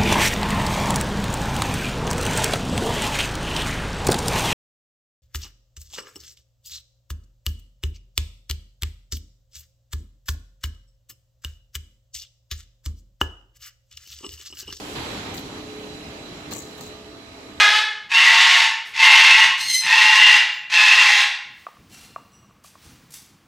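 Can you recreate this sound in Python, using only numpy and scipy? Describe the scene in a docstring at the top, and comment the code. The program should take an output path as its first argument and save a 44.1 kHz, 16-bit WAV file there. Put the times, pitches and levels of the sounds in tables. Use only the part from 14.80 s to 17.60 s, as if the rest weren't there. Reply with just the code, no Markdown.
"""A plastic sheet line runs in a factory hall, heard from a hand-held microphone that turns away from it.
The roar, band-shaped noise, starts loud and falls; sine tones waver over it as motor hum and drive whine.
Heavy clunks, noise that rings out through the hall, come early, near 1.7 s and near 2 s; decaying modes
add a low thump to the first. From 0.36 s on a finger taps (the same modes) and scuffs (grainy noise)
the sheet close by. One strong hum swells near 0.9 s and again near 2.1 s."""
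import sys
import numpy as np
from scipy import signal
from scipy.fft import rfft, irfft
from scipy.io import wavfile
from scipy.ndimage import uniform_filter1d

SR = 44100
rng = np.random.default_rng(int(sys.argv[2]) if len(sys.argv) > 2 else 0)


def generate_wav(signal):
    """Clip the signal to [-1, 1] and save it as 16-bit WAV at the path in sys.argv[1]."""
    frames = np.transpose(np.atleast_2d(signal))
    scaled = np.clip(frames, -1, 1) * 32767
    pcm = np.round(scaled).astype(np.int16)
    wavfile.write(sys.argv[1], SR, pcm)


N = 123480


def amp(db):
    """Amplitude gain of a level in dB."""
    return 10 ** (np.asarray(db) / 20)


def db_of(power):
    """Level in dB of a power ratio."""
    return 10 * np.log10(power)


def evened(x):
    """Scale to rms 1."""
    return x / np.sqrt(np.mean(x ** 2) + 1e-20)


def read(points, hz):
    """Interpolate a table over log frequency."""
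    f, value = np.transpose(points)
    return np.interp(np.log(hz + 1), np.log(f + 1), value)


def over_time(points, t):
    """Interpolate a two-column table linearly over time."""
    return np.interp(t, *np.transpose(points))


def sides(lean_db):
    """Left and right gain for a left-over-right level difference."""
    return amp(np.array([lean_db / 2, -lean_db / 2]))


def drift(t, top_hz):
    """Slow random wander, rms 1: sines from 1 Hz to top_hz, weaker as they get faster."""
    rates_hz = np.geomspace(1, top_hz, num=16)
    return evened(sum(np.sin(2 * np.pi * (f * t + rng.random())) / np.sqrt(f) for f in rates_hz))


def struck(t, rise_s, t60_s):
    """Envelope of a blow: linear rise times exponential fall."""
    t = np.maximum(t, 0)
    return np.minimum(t / rise_s, 1) * amp(-60 * t / t60_s)


def hall_noise(colour, field_db):
    """Diffuse stereo noise, rms 1: partly alike channels, shaped over frequency and time."""
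    # left-right correlation: (frequency [Hz], likeness [-1..1])
    likeness = [(60, .996), (130, .992), (200, .98), (290, 0.88), (450, 0.72), (640, 0.62), (950, 0.2),
                (1410, -0.1), (3100, -0.05), (6820, 0.05), (15000, 0)]
    # stereo balance: (frequency [Hz], left over right [dB])
    balance = [(500, 0), (800, 0), (1290, -1.5), (2380, -6), (4400, -7), (6000, 0), (8120, 8), (11000, -8),
               (15000, 4.5)]
    hop, window = 256, 1024  # samples
    frames, hz = N // hop + 5, np.fft.rfftfreq(window, 1 / SR)
    a, b, c, d = rng.standard_normal((frames, len(hz), 4)).T
    same = np.clip(read(likeness, hz), -1, 1)[:, None]
    left, other = a + 1j * b, c + 1j * d
    spectra = np.array([left, same * left + np.sqrt(1 - same ** 2) * other])
    frame_s = np.arange(frames) * hop / SR
    spectra *= amp(read(colour, hz)[:, None] + field_db(hz[:, None], frame_s))
    spectra *= sides(read(balance, hz))[:, :, None]
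    return evened(signal.istft(spectra, nperseg=window, noverlap=window - hop)[1][:, :N])


def roar():
    """Broadband machine noise whose bass, treble and local patches drift in level."""
    # overall course: (time [s], roar level [dB], treble shelf [dB above roar])
    course = [(0, -34.5, 3), (.14, -35, 6), (.35, -32.5, -2.5), (.55, -36.5, -3), (.65, -38, -1),
              (.78, -35.5, -5), (.86, -39, -2), (1.0, -38.5, -3), (1.2, -38, -4), (1.5, -37.5, -5),
              (1.75, -39, -5), (1.85, -42, 1), (2.0, -39.5, -1), (2.2, -41.5, -4.5), (2.5, -43, -4.5),
              (2.8, -41.5, -3)]
    # density before the shelves: (frequency [Hz], relative level [dB per Hz])
    colour = [(30, 3.5), (60, -3), (120, -5), (230, -3.5), (400, -4), (520, -8.5), (800, -11), (1200, -14),
              (1600, -16), (2500, -16), (4200, -19.5), (4900, -22), (6500, -24), (7600, -25.5),
              (12000, -28), (16000, -43)]
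    # bass shelf: (time [s], level [dB above roar])
    bass = [(0, 0.5), (.55, 2.5), (.9, 0), (1.5, 2.5), (1.8, -1), (2.8, 1.5)]
    bass_hz, treble_hz = 250, 7850  # shelf corners
    patch_rms_db, swell_rms_db = 1.4, 0.43
    s, level_db, treble_db = np.transpose(course)

    def field(hz, frame_s):
        patches = rng.standard_normal((len(frame_s), len(hz))).T
        patches = uniform_filter1d(patches, size=12, axis=0)  # over frequency
        patches = evened(uniform_filter1d(patches, size=14, axis=1))  # over time
        swell = drift(frame_s, 6.46)
        bass_shelf_db = over_time(bass, frame_s) / (1 + (hz / bass_hz) ** 4)
        treble_shelf_db = np.interp(frame_s, s, treble_db) / (1 + (treble_hz / (hz + 1)) ** 4)
        return patch_rms_db * patches + swell_rms_db * swell + bass_shelf_db + treble_shelf_db

    return amp(np.interp(np.arange(N) / SR, s, level_db)) * hall_noise(colour, field)


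def tones():
    """Motor hum and drive whine: sines with wandering phase and level, some moving between the sides."""
    # (frequency [Hz], left over right at start [dB], same at end [dB], left phase lead [rad],
    #  waver rms [dB], then mean level [dB] at each of level_times_s)
    tone_table = [(265.5, 0, 0, 0, 2, -45, -47, -49, -54, -54, -52),
                  (300, 0, -7, -.6, 2.5, -44, -46, -43, -47, -51, -50),
                  (596, 0, 3, .3, 2.5, -62, -66, -59, -60, -61, -70),
                  (663.3, 0, 0, .35, .7, -66, -62, -59, -57, -53.5, -52.5),
                  (796.3, 0, 2, .5, 1.5, -62, -59, -56, -57, -64, -68),
                  (1128.5, -2, -2, 1, 2, -66, -64, -60, -61, -65, -68),
                  (1193.6, 0, -7, .5, 2, -64, -64, -61, -65, -59, -62),
                  (1261, -6, 2, 2, 2, -55, -58, -60, -59, -56, -57),
                  (3966, -10, -9, -2.7, 3, -66, -62, -63, -62, -62, -63),
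                  (4000, -10, -9, -2.7, 3, -56, -58, -52, -55, -56, -62),
                  (4035, -10, -9, -2.7, 3, -58, -55, -55, -58, -61, -63)]
    # times of the tone levels: (time [s], ...)
    level_times_s = (.2, .7, 1.1, 1.5, 2.1, 2.7)
    wobble_rms_turns = .04
    t, out = np.arange(N) / SR, np.zeros((2, N))
    slow_t = t[::256]
    for hz, start_lean_db, end_lean_db, lead_rad, waver_db, *tone_db in tone_table:
        lead_turns = np.array([[lead_rad], [0]]) / (2 * np.pi)
        start_turns = rng.random()
        wobble = drift(slow_t, 5.02).repeat(256)[:N]
        turns = hz * t + start_turns + lead_turns + wobble_rms_turns * wobble
        waver = np.interp(t, slow_t, drift(slow_t, 9.5))
        level_db = np.interp(t, level_times_s, tone_db) + waver_db * waver
        lean_db = np.linspace(start_lean_db, end_lean_db, N)
        out += sides(lean_db) * amp(level_db) * np.sin(2 * np.pi * turns)
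    return out


def swelling_hum():
    """Strongest hum: one steady-pitched sine that swells twice."""
    # (time [s], level [dB])
    hum_level = [(0, -49), (.3, -53), (.6, -51), (.75, -44), (.9, -38), (1.1, -40), (1.3, -48), (1.45, -55),
                 (1.78, -52), (1.95, -45), (2.12, -44), (2.25, -47), (2.4, -57), (2.8, -52)]
    hum_hz, lean_db = 424.8, -2  # left over right
    t = np.arange(N) / SR
    hum = amp(over_time(hum_level, t)) * np.sin(2 * np.pi * hum_hz * t)
    return sides(lean_db)[:, None] * hum


def machinery():
    """The running line: roar, wavering tones and the swelling hum, summed."""
    return roar() + tones() + swelling_hum()


def clunks():
    """Blows of the line's cylinders, mostly the hall ringing out: dull and bright noise halves."""
    # (time [s], level [dB], ring-out t60 [s], bright half up and dull half down by [dB])
    blows = [(0.148, -33.5, 1.6, 2.5), (0.362, -41, 0.39, 5), (.45, -36.5, 1.6, -1), (.76, -50, 0.13, -7),
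             (1.711, -30, 0.14, -3), (1.981, -43, 0.55, -5.5)]
    # density: (frequency [Hz], relative level [dB per Hz])
    colour = [(40, -36), (130, -5), (270, -4), (550, -27), (780, -5.5), (1400, -11.5), (2500, -12.5),
              (4100, -13), (5200, -24.5), (7600, -30), (16000, -53)]
    rise_s, split_hz = 0.012, 600
    t, out = np.arange(N) / SR, 0
    for side in (-1, 1):  # dull, bright

        def half_db(hz, frame_s):
            return db_of(1 / (1 + ((hz + 1) / split_hz) ** (-4 * side))) + 0 * frame_s

        power = sum((amp(db + side * bright_db) * struck(t - s, rise_s, t60_s)) ** 2
                    for s, db, t60_s, bright_db in blows)
        out = out + np.sqrt(power / 2) * hall_noise(colour, half_db)
    return out


def scuffs():
    """Short grainy bursts of friction: a bright band, an airy top and a lower rasp."""
    # (time [s], middle level [dB], t60 [s], top over middle [dB], low over middle [dB],
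    #  left over right [dB])
    bursts = [(.542, -39, 0.054, 1, -3, 6), (0.552, -54.5, 0.092, 9, -6, 2), (.567, -50, .06, 11, -1, 5),
              (0.575, -47, 0.062, 0, 12.5, 5), (0.589, -55, 0.057, 12, -2, 8), (.599, -57, .15, 5, -6, 6),
              (.659, -44, 0.041, -10, -8, 3), (1.709, -42, 0.14, 1, 1, -1), (1.715, -48, 0.11, -3, 1.5, 7),
              (1.725, -41, 0.079, -4, -3, 8), (1.7355, -25, 0.011, -18, -14, 11),
              (1.747, -37.5, .1, -15, -21, 7), (1.760, -43, .12, -22, -22, 17),
              (1.768, -43, 0.043, -14, -17, 4), (1.78, -38, 0.047, -8, -27, 3),
              (1.788, -38, 0.045, -15, -22, 8), (1.8, -41, 0.095, -18, -9, 4),
              (1.817, -47.5, 0.56, -18, -3, -2), (1.977, -49, .06, 1, -8, 7),
              (2.008, -38.5, 0.047, 0, -5, 1), (2.022, -49, 0.33, -6, -2, 4), (2.036, -60, 0.065, 4, -2, 0),
              (2.061, -46.5, .08, -14, -10, 9)]
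    # bright middle band: (frequency [Hz], relative level [dB])
    middle_colour = [(4500, -35), (5600, 2), (7000, 14), (8200, 9.5), (9500, -1), (16000, 1.5)]
    # airy top: (frequency [Hz], relative level [dB])
    top_colour = [(6000, -29), (9000, 9.5), (11500, 6.5), (14000, 16), (15700, 2.5)]
    # lower rasp: (frequency [Hz], relative level [dB])
    low_colour = [(1200, -8), (2800, -14), (4200, 7), (5200, -4.5), (7000, -4), (16000, -37)]
    rise_s, grain_db, grain_s, grain_cap = .0012, 3.5, .0012, 1.5  # cap in grain rms
    t, hz = np.arange(N) / SR, np.fft.rfftfreq(N, 1 / SR)
    noise = rfft(rng.standard_normal((3, 2, N)))
    colours = (middle_colour, top_colour, low_colour)
    middle, top, low = (evened(irfft(z * amp(read(c, hz)), N)) for z, c in zip(noise, colours))
    grain = evened(uniform_filter1d(rng.standard_normal(N), round(grain_s * SR)))
    grain = evened(amp(grain_db * np.minimum(grain, grain_cap)))
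    out = np.zeros((2, N))
    for s, db, t60_s, top_db, low_db, lean_db in bursts:
        a = slice(round(s * SR), round((s + .3) * SR))
        shape = amp(db) * struck(t[a] - s, rise_s, t60_s) * sides(lean_db)[:, None]
        rub = middle[:, a] + amp(top_db) * top[:, a] + amp(low_db) * low[:, a]
        out[:, a] += shape * grain[a] * rub
    return out


def thump_and_taps():
    """The low thump of the first clunk, then finger taps, ring decaying modes, varied each time."""
    # thump first, then taps: (time [s], relative level [dB], brightness [dB per octave about 500 Hz])
    hits = [(.15, -41, -8), (0.36, -27, -2), (0.558, -29, -5), (1.712, -29, 2), (1.724, -30, 4),
            (1.762, -27, -3), (1.981, -34, 1), (1.995, -35, 0), (2.009, -33, 3)]
    # decaying modes: (nominal frequency [Hz], relative level [dB], t60 [s])
    modes = [(130, -11, 0.08), (215, -4, 0.1), (327, 0, 0.04), (502, 0, 0.034), (713, -6, 0.04),
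             (895, -5, .04), (1150, -7, 0.06), (1733, -10.5, 0.03), (4050, -14, 0.06)]
    rise_s, spread_rms_db, detune_rms = 0.0017, 2, .02  # detune as a fraction of frequency
    out, t = np.zeros(N), np.arange(5000) / SR
    hz, db, t60_s = np.transpose(modes)[:, :, None]
    chances = rng.standard_normal((len(hits), 2, len(modes), 1))
    for (s, level_db, bright_db), (spread, detune) in zip(hits, chances):
        mode_db = level_db + db + bright_db * np.log2(hz / 500) + spread_rms_db * spread
        mode_hz = hz * (1 + detune_rms * detune)
        ring = amp(mode_db - 60 * t / t60_s) * np.sin(2 * np.pi * mode_hz * t)
        out[round(s * SR):][:len(t)] += np.minimum(t / rise_s, 1) * ring.sum(0) / 2
    return out


def scene():
    """Sum of all layers; thump and taps are equal in both channels."""
    return machinery() + clunks() + scuffs() + thump_and_taps()


def record(dry):
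    """Microphone colour, then a linear-phase low-pass."""
    # thin bass, a step down above the port resonance: (frequency [Hz], gain [dB])
    mic = [(20, -19), (45, -12), (70, -1.5), (7900, 2.5), (8500, -11), (9000, -7), (9600, -3), (16000, -3)]
    edge_hz = 15900
    heard = irfft(rfft(dry) * amp(read(mic, np.fft.rfftfreq(N, 1 / SR))), N)
    low_pass = signal.firwin(511, edge_hz, window=("kaiser", 9), fs=SR)
    return signal.oaconvolve(heard, low_pass[None], "same")


dry = scene()
out = record(dry)
generate_wav(out)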